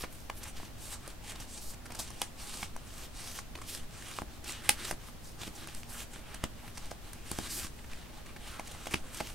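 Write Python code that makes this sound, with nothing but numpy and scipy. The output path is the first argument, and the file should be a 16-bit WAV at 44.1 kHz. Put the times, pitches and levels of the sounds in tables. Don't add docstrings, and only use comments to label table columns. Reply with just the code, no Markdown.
import sys
import numpy as np
from scipy import signal
from scipy.fft import rfft, irfft, next_fast_len
from scipy.io import wavfile
from scipy.ndimage import map_coordinates

SR = 44100
rng = np.random.default_rng(int(sys.argv[2]) if len(sys.argv) > 2 else 0)


def dump_mix(stems):
    frames = np.atleast_2d(stems).T
    limited = np.clip(frames, -1, 1)
    pcm = np.round(limited * 32767).astype(np.int16)
    wavfile.write(sys.argv[1], SR, pcm)


N = 411894


def sliding():
    # f/Hz, width/Hz, relative level/dB
    hiss_bands = [(4980, 2450, -3), (6210, 1900, -5), (7900, 2140, -2), (9180, 2660, -3)]
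    sheen_bands = [(11100, 4700, 2.5), (13700, 2400, -3)]
    scrape_bands = [(1427, 780, 0), (1824, 620, -3), (2500, 1400, -2), (3060, 1000, -0.5), (3870, 1600, 0)]
    flutter_bands = [(329, 240, -2), (548, 360, -4.5), (828, 240, -1), (1097, 460, -5)]
    hiss, sheen, scrape, flutter = strokes()
    scrape_over_hiss_db = 20 * np.log10(scrape / hiss)
    favour_hz = 2500 * 2 ** (-.04 * scrape_over_hiss_db)
    pressure = undb(1.67 * walk(50)) * catches(per_s=18, size_db=2.3)
    slip_hiss, slip_scrape, rasp = slips()
    hiss = np.hypot(hiss * pressure, slip_hiss)
    sheen = np.hypot(sheen * pressure, undb(-11) * slip_hiss)
    scrape = scrape * pressure
    flutter = np.hypot(flutter * pressure, undb(-4.5) * slip_scrape)
    return (hiss * fibres(hiss_bands, grit_db=2.0, patchy_db=2.5, rate_hz=20)
            + sheen * fibres(sheen_bands, grit_db=0.5, patchy_db=2.0, rate_hz=18)
            + scrape * fibres(scrape_bands, grit_db=3.0, patchy_db=3.0, rate_hz=20, favour_hz=favour_hz)
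            + flutter * fibres(flutter_bands, grit_db=5.5, patchy_db=3.5, rate_hz=17)
            + rasp)


def strokes():
    # t/s, length/s, hiss at start/dB, hiss at end/dB, scrape/dB re hiss,
    # sheen/dB re hiss, dulling/dB (along the stroke the scrape gains this much while the sheen loses)
    hand_strokes = [(0, 0.033, -52.5, -51, -5, -1, 8), (.13, 0.13, -60, -66.5, -10, 0, 3),
                    (.31, 0.077, -76, -63.5, 4, 2, -10), (0.423, 0.067, -58, -54.5, 4, -8, -3.5),
                    (0.569, 0.11, -53, -62, 0, -8, 0), (0.805, 0.13, -55.5, -47.5, -6, -4, 3.5),
                    (1.01, 0.097, -64.5, -58.5, 2.5, -5, 2), (1.23, 0.077, -63.5, -48.5, 1, -9, 0),
                    (1.36, 0.067, -60, -53.5, 4.5, -10, -4.5), (1.5, 0.084, -51.5, -51, -6.5, -14, 0),
                    (1.62, 0.097, -50, -52.5, -9, -4, -2.5), (1.912, .068, -68, -59, 10.5, -10, -7.5),
                    (2.004, 0.12, -42.5, -62.5, -8.5, -9, 10), (2.14, .05, -58, -59, 2, -9, -2),
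                    (2.223, .058, -44.5, -61.5, 0.5, -16, -1), (2.399, 0.24, -51.5, -46.5, -4, -9, 1),
                    (2.76, .08, -67, -73, 1, -8, 3), (2.87, 0.18, -61, -51, -1, -3, 1.5),
                    (3.167, 0.22, -50.5, -49, -1.5, -9, -3.5), (3.566, 0.076, -69, -60, 2, -12, -2),
                    (3.685, 0.12, -46.5, -53.5, -6.5, -3.5, 6.5), (3.93, 0.26, -57, -50.5, -0.5, -10, -1),
                    (4.3, 0.063, -67, -66, 3, -6, 0), (4.47, 0.14, -48.5, -58, 1, -6, 3.5),
                    (4.646, 0.049, -53, -50, 2.5, -10, 1), (4.708, .05, -58, -58, 11, -6, -4),
                    (4.775, 0.13, -52.5, -46, 3.5, -7.5, -5), (5.003, 0.079, -65, -56.5, -0.5, -4, 0),
                    (5.245, 0.13, -57, -69, -11, -4, 5), (5.417, 0.058, -50.5, -51, 1.5, -8, -1),
                    (5.542, 0.098, -58.5, -57, 0.5, -3, 6.5), (5.667, 0.14, -59, -56.5, 4.5, -6, -7),
                    (5.9, .13, -50.5, -51, -2.5, -2, 2.5), (6.134, 0.075, -56.5, -66, 1, -8, 3),
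                    (6.263, 0.092, -68, -61, 9.5, -4, 0.5), (6.445, 0.022, -53.5, -67, 8.5, -14, -2),
                    (6.585, 0.12, -66, -65.5, 8.5, -5, -3), (6.753, .167, -59, -61, 0, -9, 1.5),
                    (7.045, .16, -64, -70, 4.5, -1, 0), (7.266, 0.21, -52.5, -49.5, 1, -8, -1.5),
                    (7.505, 0.14, -42.5, -43.5, -8.5, -2.5, 7), (7.738, 0.16, -67, -69, -6, -7, -6),
                    (7.92, 0.18, -60.5, -74, 6, -9, 2), (8.12, 0.068, -71, -63, 6, -10, 0),
                    (8.272, 0.042, -63.5, -68, 9.5, -8, 1.5), (8.399, .12, -65, -53, 5, -9, -2),
                    (8.538, 0.085, -57.5, -67, 6, -9, 2), (8.66, 0.25, -58.5, -59.5, 2, -10, 1.5),
                    (8.939, .04, -53, -57, -0.5, -13, 5), (9.048, .13, -64, -50, 3, -9, -4),
                    (9.2, 0.13, -52.5, -55.5, -0.5, -7, 0)]
    # hiss/dB, sheen/dB, scrape/dB, flutter/dB
    resting_db = [-79, -79, -68, -69.5]
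    grip_db_per_s, release_db_per_s, arch_db = 450, 425, 0.5
    t = np.arange(N) / SR
    power = undb(resting_db)[:, None] ** 2 * np.ones(N)
    for start, length, start_db, end_db, scrape_db, sheen_db, dull_db in hand_strokes:
        near = slice(max(int((start - .2) * SR), 0), int((start + length + .2) * SR))
        age = t[near] - start
        along = np.clip(age / length, 0, 1)
        hiss = start_db + (end_db - start_db) * along + arch_db * np.sin(np.pi * along)
        hiss -= grip_db_per_s * np.maximum(-age, 0) + release_db_per_s * np.maximum(age - length, 0)
        scrape = hiss + scrape_db + dull_db * along
        flutter = -60.5 + 0.57 * (scrape + 55)
        sheen = hiss + sheen_db - 0.54 * dull_db * along
        sheen += 0.35 * (hiss - max(start_db, end_db))
        power[:, near] += undb([hiss, sheen, scrape, flutter]) ** 2
    return np.sqrt(power)


def fibres(bands, grit_db, patchy_db, rate_hz, favour_hz=None):
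    sizes = undb(grit_db * np.minimum(rng.exponential(size=N), 4))
    out, power = 0, 0
    for hz, width_hz, db in bands:
        peak = np.concatenate(signal.iirpeak(hz, hz / width_hz, SR))
        band = signal.sosfilt([peak, peak], sizes * rng.standard_normal(N))
        if favour_hz is not None:
            db = db - 4.5 * np.log2(hz / favour_hz) ** 2
        out += level(band, 0) * undb(db + patchy_db * walk(rate_hz))
        power += undb(db) ** 2
    return level(out / np.sqrt(power), 0)


def catches(per_s, size_db):
    snags = (rng.random(N) < per_s / SR) * undb(size_db * rng.exponential(size=N).clip(0, 3))
    return 1 + signal.lfilter([1], [1, -np.exp(-1 / (0.0019 * SR))], snags)


def slips(size=2048):
    # t/s, length/ms, hiss/dB, scrape/dB, rasp f/Hz
    edge_slips = [(0.018, 7.5, -44, -60, 3000), (0.035, 12.3, -59, -41.5, 1430),
                  (0.297, 4.8, -49, -35.5, 1600), (0.367, 14, -55, -61, 2600), (0.43, 12, -42.5, -55, 2500),
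                  (1.076, 3, -44, -65, 1800), (1.354, 8.2, -58, -47, 3800), (1.399, 9.6, -45, -56, 3200),
                  (1.411, 2.4, -48, -56, 3200), (1.734, 12.6, -52, -55, 2000),
                  (1.854, 13.5, -53, -50, 1500), (1.903, 5.4, -52, -49, 1800), (1.918, 5.4, -45, -47, 2000),
                  (1.947, 8.7, -44.5, -49, 1500), (1.965, 2.3, -46, -54, 2500),
                  (1.989, 15.5, -36.5, -41.5, 4230), (2.078, 2.5, -52, -53, 1900),
                  (2.102, 4.5, -46, -69, 1400), (2.216, 4.1, -34.5, -28.5, 3140),
                  (2.62, 2.0, -41, -54, 1800), (2.628, 4.2, -54, -34, 2100), (2.763, 3.3, -45, -50, 1600),
                  (3.314, 2.1, -42, -61, 3600), (3.387, 6.5, -45, -45, 1410),
                  (3.552, 6.6, -52, -43.5, 2600), (3.575, 3.4, -58, -47, 3500),
                  (3.586, 3.2, -60, -46.5, 1400), (3.614, 8.8, -50.5, -48.5, 1400),
                  (4.44, 6.9, -46, -52, 1600), (4.493, 3.7, -42, -40, 2400), (4.502, 1.7, -38, -53, 3100),
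                  (4.521, 1.6, -36, -52, 3700), (4.882, 5.2, -54, -48, 1400),
                  (4.909, 6.8, -41, -38.5, 1900), (5.414, 6.4, -50, -48, 3200),
                  (5.432, 3.8, -56, -40.5, 3100), (5.469, 12.4, -53, -48.5, 2900),
                  (5.551, 16, -50, -67, 3400), (5.672, 6.5, -54, -55, 1600), (5.682, 8.1, -54, -49.5, 2600),
                  (5.726, 4.8, -58, -49, 1400), (5.747, 3, -39.5, -47, 1800), (6.016, 7.1, -54, -52, 1800),
                  (6.133, 10, -52, -53, 1600), (6.342, 7.2, -44, -48, 1600), (6.438, 3.8, -36, -32.5, 1800),
                  (6.772, 10, -46, -46.5, 1800), (6.856, 1.9, -44, -66, 3100),
                  (6.91, 7.6, -46.5, -48, 1710), (7.134, 2.3, -46, -52, 1700), (7.312, 6, -39, -43, 3000),
                  (7.386, 2.4, -33.5, -37, 3000), (7.588, 4.3, -41, -57, 2100),
                  (7.786, 9.1, -72, -54, 2000), (7.84, 8.8, -70, -52, 2000), (7.931, 5.3, -54, -46.5, 2400),
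                  (8.259, 9.9, -57, -51, 2100), (8.36, 11, -61, -50.5, 1800), (8.471, 12.7, -51, -65, 3100),
                  (8.594, 4.6, -46.5, -41, 1820), (8.671, 9, -47.5, -51, 2410),
                  (8.711, 12, -50.5, -52, 2900), (8.749, 1.7, -52, -50, 2000),
                  (8.856, 4.7, -50, -42.5, 3000), (8.868, 5.6, -42.5, -39.5, 2370),
                  (8.908, 26, -45, -46, 1900), (8.937, 7.2, -36, -29, 2400), (8.955, 3.8, -51, -39, 2820),
                  (9.17, 7.0, -45, -61, 3600), (9.199, 12.4, -43, -40, 2200), (9.298, 6.7, -57, -48, 2900)]
    out = np.zeros((3, N + size))
    t = np.arange(size) / SR
    for start, ms, hiss_db, scrape_db, hz in edge_slips:
        onset = 1 - np.exp(-t / 0.0011)
        shape = onset * np.exp(-np.maximum(t - ms / 1000, 0) / 0.0012)
        rasp = level(signal.lfilter(*signal.iirpeak(hz, 2.5, SR), rng.standard_normal(size)), scrape_db)
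        at = int(start * SR)
        out[:, at:at + size] += [shape * undb(hiss_db), shape * undb(scrape_db), shape * rasp]
    return out[:, :N]


def flicks(size=4096):
    # t/s, ring level/dB, ring f/Hz, tick/dB re ring, air thump/dB re ring
    releases = [(0.0384, -31.5, 480, -10, -5.5), (0.2994, -24, 980, -13, -21),
                (0.6008, -34.5, 810, -10, -19), (0.632, -36, 990, -10, -4), (1.078, -36.5, 543, 8, -7),
                (1.401, -38, 3060, -2, -6), (1.7362, -44, 1810, -4, -15), (1.904, -41, 685, -5, -11),
                (2.1048, -38, 850, 2, -6), (2.2171, -22.5, 840, 9.5, -20), (2.6296, -24, 1880, -16, -11),
                (2.7639, -32, 890, -2, -23), (3.3895, -28, 1330, -10, -16), (3.553, -40, 2430, -15, -16),
                (3.6161, -34, 1250, -11, -12), (4.1874, -20.5, 1190, -23, -37),
                (4.2197, -27, 760, -6, -3.5), (4.8834, -32, 1250, -11, -23), (4.9116, -24.5, 685, 5, -13),
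                (4.928, -34.5, 656, -12, 0), (5.0866, -39, 1240, -15, -13), (5.418, -30, 3120, -7, -7),
                (5.479, -41, 1240, -3, 7.5), (5.6737, -32, 1430, 3, -12), (5.833, -31.5, 2800, -7, -18),
                (6.1608, -33.5, 1660, -17, -11), (6.347, -35, 1740, 1, -4.5), (6.4379, -27, 630, -7, -10),
                (6.439, -24.5, 1330, 1.5, 0), (6.6796, -33.5, 1870, -4, -10), (6.778, -38.5, 830, 2, -5),
                (6.9163, -28, 725, -15, -15), (7.133, -35.5, 1730, 9, -21), (7.3158, -29, 845, 9.5, 0.5),
                (7.3885, -26, 750, -2, -0.5), (7.6478, -32, 1350, -9, -4), (8.364, -39, 1670, -11, -3.5),
                (8.5965, -25.5, 880, -17, -13), (8.7493, -37, 790, -7.5, -11), (8.87, -28, 710, -9, -19),
                (8.9421, -19.5, 830, -14, -4), (8.943, -25.5, 820, -17, -38),
                (9.2045, -24.5, 930, -17, -28), (9.209, -22.5, 680, -17, -10)]
    # ring level/dB, ring f/Hz, tick/dB re ring, air thump/dB re ring
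    corners = [(-6.5, 2440, 1, -39), (-4.5, 2000, 6, -23.5)]
    # f/Hz, width/Hz, level/dB
    stiff_modes = [(863, 127, -21.5), (1940, 250, -29), (2560, 200, -24), (3050, 340, -13)]
    snap_s, corner_gap_s = 4.69165, .00232
    t = np.arange(size) / SR
    body = struck(stiff_modes)
    settle = level(signal.lfilter(*signal.iirpeak(2800, .8, SR), rng.standard_normal(size)), -33.5)
    settle *= np.clip(t / .009, 0, 1) ** 2 * np.exp(-t / 0.025)
    sounds = [(start, flick(*edge)) for start, *edge in releases]
    sounds += [(snap_s + k * corner_gap_s, flick(*corner) + body) for k, corner in enumerate(corners)]
    sounds.append((snap_s, settle))
    out = np.zeros(N + size)
    for start, sound in sounds:
        at = int(start * SR)
        out[at:at + size] += sound
    return out[:N]


def flick(db, hz, tick_db, thump_db):
    # f/Hz, width/Hz, relative level/dB
    tick_modes = [(2390, 1400, -8), (4660, 1800, -3), (9240, 970, 6), (12500, 2700, 3.5)]
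    ring_cycles = 4.85
    tick = struck(tick_modes)
    tick *= undb(tick_db) / np.abs(tick).max()
    width_hz = 2 * hz / ring_cycles
    sheet = ring(hz, width_hz) + .5 * ring(2 * hz, 2 * width_hz)
    crisp = signal.lfilter(*signal.butter(1, 0.22 * hz, "high", fs=SR), sheet - tick)
    air = ring(hz=143, width_hz=360)
    pat = undb(-5) * ring(hz=350, width_hz=230)
    return undb(db) * (undb(thump_db) * (air + pat) + crisp)


def echoes(paper):
    echo_db, t60_s, build_s = -8.5, 0.11, 0.0091
    t = np.arange(int(.2 * SR)) / SR
    walls = np.exp(-np.log(1000) * t / t60_s) * np.clip(t / build_s, 0, 1) ** 3
    desk = 1.37 * np.exp(-t / 0.0035) * (t > .0005)
    tone = [(200, -3.5), (2500, -12.5), (8000, -6.5), (15000, -11.5)]  # f/Hz, relative level/dB
    tail = colour(rng.standard_normal((2, len(t))), tone) * (walls + desk)
    tail /= np.sqrt(np.sum(tail ** 2, axis=1, keepdims=True))
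    return undb(echo_db) * signal.fftconvolve(paper[None], tail, axes=1)[:, :N]


def room():
    # f/Hz, relative density/dB
    floor_spectrum = [(7.1, -10), (12, 2), (48, -1), (244, -15), (517, -21.5), (619, -20), (916, -24.5),
                      (1070, -25.5), (1480, -26.5), (2330, -29), (3550, -30.5), (4800, -32), (16000, -38.5)]
    # f/Hz, side minus mid/dB
    side_spectrum = [(30, -8.5), (200, -2), (1000, -2), (8000, 0), (15000, 2.5)]
    size = next_fast_len(N)
    mid = colour(rng.standard_normal(size), floor_spectrum)[:N]
    side = colour(rng.standard_normal(size), floor_spectrum, side_spectrum)[:N]
    floor = undb(-49) / mid.std() * np.array([mid + side, mid - side])
    hum = signal.fftconvolve(rng.standard_normal(N), ring(hz=239.6, width_hz=8.2, size=8192))[:N]
    rumble = signal.fftconvolve(rng.standard_normal(N), ring(hz=95, width_hz=58))[:N]
    rumble *= undb(2.7 * walk(2.1))
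    return floor + level(hum, -63.5) + level(rumble, -59.5)


def sag():
    dip_times = [.591, 1.685, 2.76, 3.841, 4.933, 5.774, 6.858, 7.94, 9.035]
    dip_db, dip_s, recover_hz = -39, .055, .8
    t = np.arange(N) / SR
    dips = sum(np.exp(-((t - middle) / (dip_s / 2)) ** 4) for middle in dip_times)
    return -undb(dip_db) * signal.lfilter(*signal.butter(1, recover_hz, "high", fs=SR), dips)


def ring(hz, width_hz, size=4096):
    t = np.arange(size) / SR
    wave = np.sin(2 * np.pi * hz * t) * np.exp(-np.pi * width_hz * t)
    return wave / wave.max()


def struck(modes):
    return sum((-1) ** k * undb(db) * ring(hz, width_hz) for k, (hz, width_hz, db) in enumerate(modes))


def walk(rate_hz):
    count = int(N / SR * rate_hz) + 2
    return map_coordinates(rng.standard_normal(count), [np.arange(N) * rate_hz / SR], order=1)


def colour(x, *spectra):
    log_f = np.log(np.maximum(np.fft.rfftfreq(x.shape[-1], 1 / SR), 1))
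    db = sum(np.interp(log_f, np.log(points[:, 0]), points[:, 1]) for points in map(np.array, spectra))
    return irfft(rfft(x) * undb(db), x.shape[-1])


def level(x, db):
    return x * undb(db) / np.sqrt(np.mean(x ** 2))


def undb(db):
    return 10 ** (np.asarray(db) / 20)


def scene():
    half_lag_samples, right_lead_db = .22, 0.8
    left_right = np.array([[-1], [1]])
    paper = sliding() + flicks()
    direct = paper + left_right * half_lag_samples * np.gradient(paper)
    direct *= undb(left_right * right_lead_db / 2)
    return direct + echoes(paper) + room() + sag()


def record(dry):
    offset, ceiling, top_hz = -0.0021, .9, 15750
    rounded = ceiling * np.tanh((dry + offset) / ceiling)
    return signal.sosfilt(signal.ellip(10, .2, 80, top_hz, fs=SR, output="sos"), rounded)


dry = scene()
out = record(dry)
dump_mix(out)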